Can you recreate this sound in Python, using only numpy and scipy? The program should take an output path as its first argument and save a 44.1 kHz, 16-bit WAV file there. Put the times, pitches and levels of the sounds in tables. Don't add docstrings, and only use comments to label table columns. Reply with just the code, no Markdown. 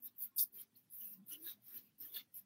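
import sys
import numpy as np
from scipy import signal
from scipy.fft import rfft, irfft
from scipy.io import wavfile
from scipy.ndimage import uniform_filter1d

SR = 44100
rng = np.random.default_rng(int(sys.argv[2]) if len(sys.argv) > 2 else 0)


def magnitude_from_level(level_db):
    exponent = np.asarray(level_db, float) / 20
    return 10 ** exponent


def dump_mix(stems):
    frames = np.atleast_2d(stems).T
    limited = np.clip(frames, -1, 1)
    pcm = np.round(limited * 32767).astype(np.int16)
    wavfile.write(sys.argv[1], SR, pcm)


N = 108045

PATCH_DB = 3
CLUMP_DB = 3.5
RAGGED_SHARE = .45
MEAN_HISS_DB = -52


def rms_one(x):
    return x / np.sqrt(np.mean(x ** 2) + 1e-20)


def colour(x, points):
    hz, db = np.transpose(points)
    log_hz = np.log(np.arange(N // 2 + 1) * SR / N + 1)
    gain_db = np.interp(log_hz, np.log(hz), db, left=-80, right=-80)
    return rms_one(irfft(rfft(x) * magnitude_from_level(gain_db), N))


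def resonance(x, hz, width_hz):
    r = np.exp(-np.pi * width_hz / SR)
    return rms_one(signal.lfilter([1, 0, -1], [1, -2 * r * np.cos(2 * np.pi * hz / SR), r * r], x))


def steep_band(x, hz, width_hz):
    return resonance(resonance(x, hz, width_hz), hz, width_hz)


def drift(rate, count):
    r = np.exp(-2 * np.pi * rate / SR)
    settle = SR // 12
    wander = signal.lfilter([1], [1, -2 * r, r * r], rng.standard_normal(count + settle))
    return rms_one(wander[settle:])


def patchy(x, points, patch_db):
    spectrum = rfft(colour(x, points))
    hz = np.arange(N // 2 + 1) * SR / N
    low, high = points[0][0], points[-1][0]
    edges = low * 2 ** np.arange(0, np.log2(high / low) + 1 / 6, 1 / 6)
    flicker = [np.roll(magnitude_from_level(patch_db * drift(14.4, count=N)), k * N // 7) for k in range(7)]
    out = np.zeros(N)
    for k, (a, b) in enumerate(zip(edges, edges[1:])):
        band = irfft(spectrum * (hz >= a) * (hz < b), N)
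        out += np.roll(flicker[k % 7], k * N // 61) * band
    return rms_one(out)


def ticks(count=N):
    ticks_per_s, spread_db, smooth_share = 14000, 2.5, 0.59
    sizes = magnitude_from_level(spread_db * np.minimum(rng.exponential(1, count), 5)) * rng.choice([-1, 1], count)
    clicks = rms_one(sizes * (rng.random(count) < ticks_per_s / SR))
    return (1 - smooth_share) * clicks + smooth_share * rng.standard_normal(count)


def swells(rows, voice, clump_db):
    rise_share, clumps_per_s = 0.32, 58.6
    out = np.zeros(N)
    for s, length, hz, db in rows:
        drive = ticks(count=SR // 3) * magnitude_from_level(clump_db * drift(clumps_per_s, count=SR // 3))
        start = max(int(s * SR) - SR // 7, 0)
        t = np.arange(start, min(start + SR // 3, N))
        spread = length * np.where(t / SR < s, rise_share, .8 - rise_share)
        shape = np.exp(-.5 * ((t / SR - s) / spread) ** 2)
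        out[t] += magnitude_from_level(db) * shape * voice(drive, hz)[:len(t)]
    return out


def room():
    # (frequency [Hz], density [dB per Hz])
    room_tone = [(20, -41.5), (110, -5.5), (240, -2), (500, -17), (1000, -19), (4000, -21.5), (7500, -27),
                 (10500, -20.5)]
    room_top = (15800, -23)
    mains = resonance(rng.standard_normal(N), 119.6, 6.0)
    air = patchy(rng.standard_normal(N), room_tone + [room_top], 2.5)
    return magnitude_from_level(-81) * air + magnitude_from_level(-88) * mains


def speed_db(t, added=np.zeros(14)):
    # (time [s], hiss level [dB])
    early_strokes = [
        [(0, -85), (.03, -51.5), (.068, -47.5), (.09, -63.5), (.135, -91)],
        [(.15, -81), (.19, -50.5), (.23, -41), (.255, -44.5), (.32, -86)],
        [(.345, -86), (.366, -43), (.39, -34), (.432, -33.5), (.45, -50), (.51, -83)],
        [(.51, -86), (.535, -57.5), (.59, -53.5), (.612, -50.5), (.635, -60), (.665, -89)],
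        [(.74, -84.5), (.77, -61), (.8, -72.5), (.87, -90)],
        [(.89, -91), (.925, -54.5), (.98, -53), (1.06, -48), (1.1, -57)],
        [(1.09, -56.5), (1.132, -52.5), (1.15, -59), (1.19, -76.5), (1.23, -95)],
    ]
    # (time [s], hiss level [dB])
    late_strokes = [
        [(1.245, -88), (1.28, -53.5), (1.33, -48), (1.352, -56), (1.39, -65)],
        [(1.39, -65.5), (1.43, -55.5), (1.47, -46.5), (1.51, -48.5), (1.58, -86)],
        [(1.6, -86), (1.65, -64.5), (1.69, -57.5), (1.73, -59)],
        [(1.73, -54.5), (1.77, -48), (1.79, -54.5), (1.815, -65.5), (1.89, -75.5), (1.93, -95)],
        [(1.97, -93), (1.99, -60.5), (2.01, -49), (2.06, -53), (2.12, -63)],
        [(2.11, -61.5), (2.13, -55), (2.165, -43.5), (2.195, -52), (2.215, -64.5), (2.26, -85.5)],
        [(2.32, -80), (2.35, -51), (2.392, -52.5), (2.415, -69), (2.45, -84)],
    ]
    strokes = zip(early_strokes + late_strokes, added)
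    levels = [np.interp(t, *np.transpose(s), left=-130, right=-130) + db for s, db in strokes]
    return np.max(levels, axis=0)


def framed(added=np.zeros(14), creep=0.41, ragged=0.):
    step_s, first_s, edge_s = .02, .001, .002
    t = np.arange(N) / SR
    frame = np.floor((t - first_s) / step_s).astype(int) + 1
    centres = first_s + (np.arange(frame[-1] + 1) - .5) * step_s
    levels = speed_db(centres, added)
    change = np.minimum(np.abs(np.gradient(levels)), 20)
    half = np.floor((t - first_s) / step_s * 2).astype(int) + 2
    scatter = ragged * change[frame] * rng.uniform(-1.5, .5, half[-1] + 1)[half]
    held = uniform_filter1d(levels[frame] + scatter, int(edge_s * SR))
    return held + creep * np.minimum(speed_db(t, added) - held, 0)


def ragged_tips():
    # (frequency [Hz], density [dB per Hz])
    tips_colour = [(11900, -30), (12020, 0), (13350, 0), (13450, -40)]
    # (frequency [Hz], density [dB per Hz])
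    fine_colour = [(13350, -40), (13450, 0), (15720, 0), (15850, -60)]
    fine = rfft(colour(ticks(), fine_colour))
    band = np.digitize(np.arange(len(fine)) * SR / N, [14200, 15000])
    out = magnitude_from_level(-3 + framed(ragged=RAGGED_SHARE)) * colour(ticks(), tips_colour)
    for k in range(3):
        fine_db = -1.5 + framed(creep=.9, ragged=RAGGED_SHARE)
        out = out + magnitude_from_level(fine_db) * irfft(fine * (band == k), N)
    return out


def hiss():
    # (added to shafts [dB], added to weave [dB])
    pressure = [(-1, -1.5), (0.5, -6), (5.5, -15.5), (1, 6.5), (3, 4), (-0.5, -0.5), (-2.5, 2), (4.5, 8),
                (2.5, 10.5), (2, 11.5), (0, 8.5), (0, 6.5), (3, 12), (0, 0.5)]
    # (frequency [Hz], density [dB per Hz])
    shafts_colour = [(10200, -22), (10650, -4), (11000, 1), (11800, -5), (12050, -30)]
    # (frequency [Hz], density [dB per Hz])
    roots_colour = [(7900, -35), (8200, -9), (9000, -4), (10300, 0), (10700, -16)]
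    # (frequency [Hz], density [dB per Hz])
    weave_colour = [(400, -9.5), (900, -7), (1600, -4), (2500, -4), (3600, -3.5), (5500, -2), (7000, -8),
                    (8100, -16)]
    weave_lag_s = 0.013
    shafts_added, weave_added = np.transpose(pressure)
    shafts_swing = framed(shafts_added, creep=.6, ragged=RAGGED_SHARE) - MEAN_HISS_DB
    shafts_db = MEAN_HISS_DB - 14 + 1.03 * shafts_swing
    roots_swing = framed(shafts_added, creep=.5, ragged=.3) - MEAN_HISS_DB
    roots_db = MEAN_HISS_DB - 22 + .95 * roots_swing
    weave_swing = speed_db(np.arange(N) / SR - weave_lag_s, weave_added) - MEAN_HISS_DB
    weave_db = uniform_filter1d(MEAN_HISS_DB - 26.5 + 0.78 * weave_swing, SR // 100)
    shafts = magnitude_from_level(shafts_db) * patchy(ticks(), shafts_colour, PATCH_DB)
    roots = magnitude_from_level(roots_db) * patchy(ticks(), roots_colour, PATCH_DB)
    weave = magnitude_from_level(weave_db) * patchy(ticks(), weave_colour, 2.5)
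    return ragged_tips() + shafts + roots + weave


def hum(drive, hz):
    width_hz = 28
    mode = resonance(resonance(drive, hz, width_hz), hz, 2.32 * width_hz)
    mode = rms_one(mode / (uniform_filter1d(mode ** 2, SR // 50) + .05) ** .3)
    return mode + magnitude_from_level(-9) * steep_band(drive, hz, 130)


def hums():
    # (centre [s], length [s], frequency [Hz], level [dB])
    hum_rows = [(.05, 0.091, 244, -76), (.24, 0.094, 235, -81.5), (.55, 0.051, 199, -78),
                (.75, 0.089, 247, -81), (1.03, 0.06, 238, -76.5), (1.11, 0.093, 191, -72),
                (1.21, .13, 194, -67.5), (1.17, 0.12, 1049, -91), (.44, .05, 125, -80),
                (.58, .07, 118, -81), (1.78, .05, 125, -80), (2.03, .08, 115, -79), (1.35, .07, 310, -69),
                (1.43, .09, 335, -68.5), (1.55, 0.094, 201.4, -78.5), (1.75, .12, 250, -76),
                (1.85, 0.075, 207, -77), (2.03, 0.062, 302, -72), (2.12, 0.035, 330, -74),
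                (2.155, 0.035, 420, -75), (2.2, .06, 217, -74), (2.42, 0.1, 197, -79.5),
                (.34, 0.059, 1072, -88), (.275, .04, 1400, -85)]
    return swells(hum_rows, hum, 1.2)


def whistle(drive, hz):
    return steep_band(drive, hz, hz / 22)


def whistles():
    # (centre [s], length [s], frequency [Hz], level [dB])
    whistle_rows = [(.4, .03, 3610, -58), (.06, .02, 11580, -52), (.545, 0.032, 11000, -69),
                    (.6, 0.045, 10830, -65), (.93, 0.039, 10840, -59), (1.0, .05, 11100, -64),
                    (1.07, 0.043, 10750, -62.5), (1.29, 0.013, 10800, -55.5), (1.335, 0.016, 10860, -56),
                    (1.44, 0.035, 11200, -63), (1.735, 0.032, 11100, -78), (2.155, .02, 9400, -59.5),
                    (2.37, 0.053, 11300, -60.5)]
    return swells(whistle_rows, whistle, CLUMP_DB)


def squeal(drive, hz):
    return steep_band(drive, hz, hz / 12.6) + magnitude_from_level(-8.5) * steep_band(drive, hz, hz / 3.44)


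def squeals():
    # (centre [s], length [s], frequency [Hz], level [dB])
    squeal_rows = [(0.072, .035, 3680, -72.5), (0.227, 0.049, 4600, -76.5), (0.065, .05, 5400, -83),
                   (0.597, 0.045, 3150, -72), (.763, 0.012, 4280, -70), (.945, 0.057, 3700, -87),
                   (1.02, .04, 2950, -74.5), (1.08, 0.084, 2740, -79), (0.91, 0.053, 4900, -88.5),
                   (1.335, .04, 2946, -59.5), (1.325, 0.014, 5720, -56), (1.33, 0.048, 1410, -78),
                   (1.4833, 0.06, 3750, -56.5), (1.475, 0.031, 1650, -63), (1.495, .03, 5400, -70),
                   (1.73, 0.05, 1660, -82), (1.78, 0.033, 4140, -75), (2.02, 0.042, 5330, -71.5),
                   (2.045, 0.035, 2860, -77), (2.05, 0.031, 1800, -74.5), (2.17, 0.054, 3523, -55),
                   (2.17, 0.05, 4340, -59), (2.17, 0.058, 2870, -63), (2.165, .04, 1740, -68),
                   (2.11, .05, 3450, -74.5), (2.07, .05, 3150, -77), (2.19, .04, 2150, -70),
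                   (2.36, .06, 5400, -79), (2.343, .012, 4200, -80), (2.355, .04, 3100, -83),
                   (1.68, .06, 5400, -82), (1.03, .06, 6000, -78), (1.12, .05, 5500, -80),
                   (.605, .04, 3800, -76)]
    return swells(squeal_rows, squeal, CLUMP_DB)


def touches():
    # (time [s], level [dB])
    landings = [
        (.066, -48),
        (.366, -41),
        (.53, -60),
        (.901, -61),
        (.912, -58),
        (1.27, -60),
        (1.621, -66),
        (1.682, -55),
        (1.989, -62),
        (2.341, -60),
    ]
    fade_s = .003
    t = np.arange(N) / SR
    shape = sum(magnitude_from_level(db) * (t > s) * np.exp(-np.maximum(t - s, 0) / fade_s) for s, db in landings)
    puff_colour = [(8000, -30), (9500, -12), (12500, 0), (14000, -5), (15500, -8)]
    puff = colour(rng.standard_normal(N), puff_colour)
    return uniform_filter1d(shape, SR // 1000) * puff


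def rub(drive, hz):
    return steep_band(drive, hz, hz / 3.0)


def rubs():
    # (centre [s], length [s], frequency [Hz], level [dB])
    rub_rows = [(.57, .11, 370, -79), (1.06, .08, 600, -81), (2.09, .06, 480, -77), (1.6, .07, 650, -86),
                (.585, .05, 2100, -79), (1.74, .08, 1700, -76), (1.86, .08, 2600, -84),
                (1.63, .07, 3500, -87), (1.76, .07, 3000, -76), (2.155, .03, 950, -76),
                (.23, .07, 3300, -80), (1.75, .1, 330, -77)]
    return swells(rub_rows, rub, 2.5)


def swipe():
    # (frequency [Hz], density [dB per Hz])
    tuft_colour = [(3300, -41), (3550, -7), (4150, -17), (4700, 2), (7000, -6.5), (7900, -10.5), (9000, 2),
                   (10500, -3.5)]
    start_s, end_s, hold_s = 0.3836, 0.4395, .015
    t = np.arange(N) / SR - start_s
    sag = 349.5 * np.maximum(t - hold_s, 0)
    onset = np.minimum(3000 * t, 0)
    stop = 420 * np.maximum(t + start_s - end_s, 0)
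    return magnitude_from_level(-42 - sag + onset - stop) * patchy(ticks(), tuft_colour, PATCH_DB)


def scene():
    tones = hums() + whistles() + squeals() + rubs()
    return (room() + hiss() + touches() + swipe() + tones)[None]


def low_pass(x):
    return signal.sosfilt(signal.butter(12, 15950, fs=SR, output="sos"), x)


def record(dry):
    return low_pass(dry)


dry = scene()
out = record(dry)
dump_mix(out)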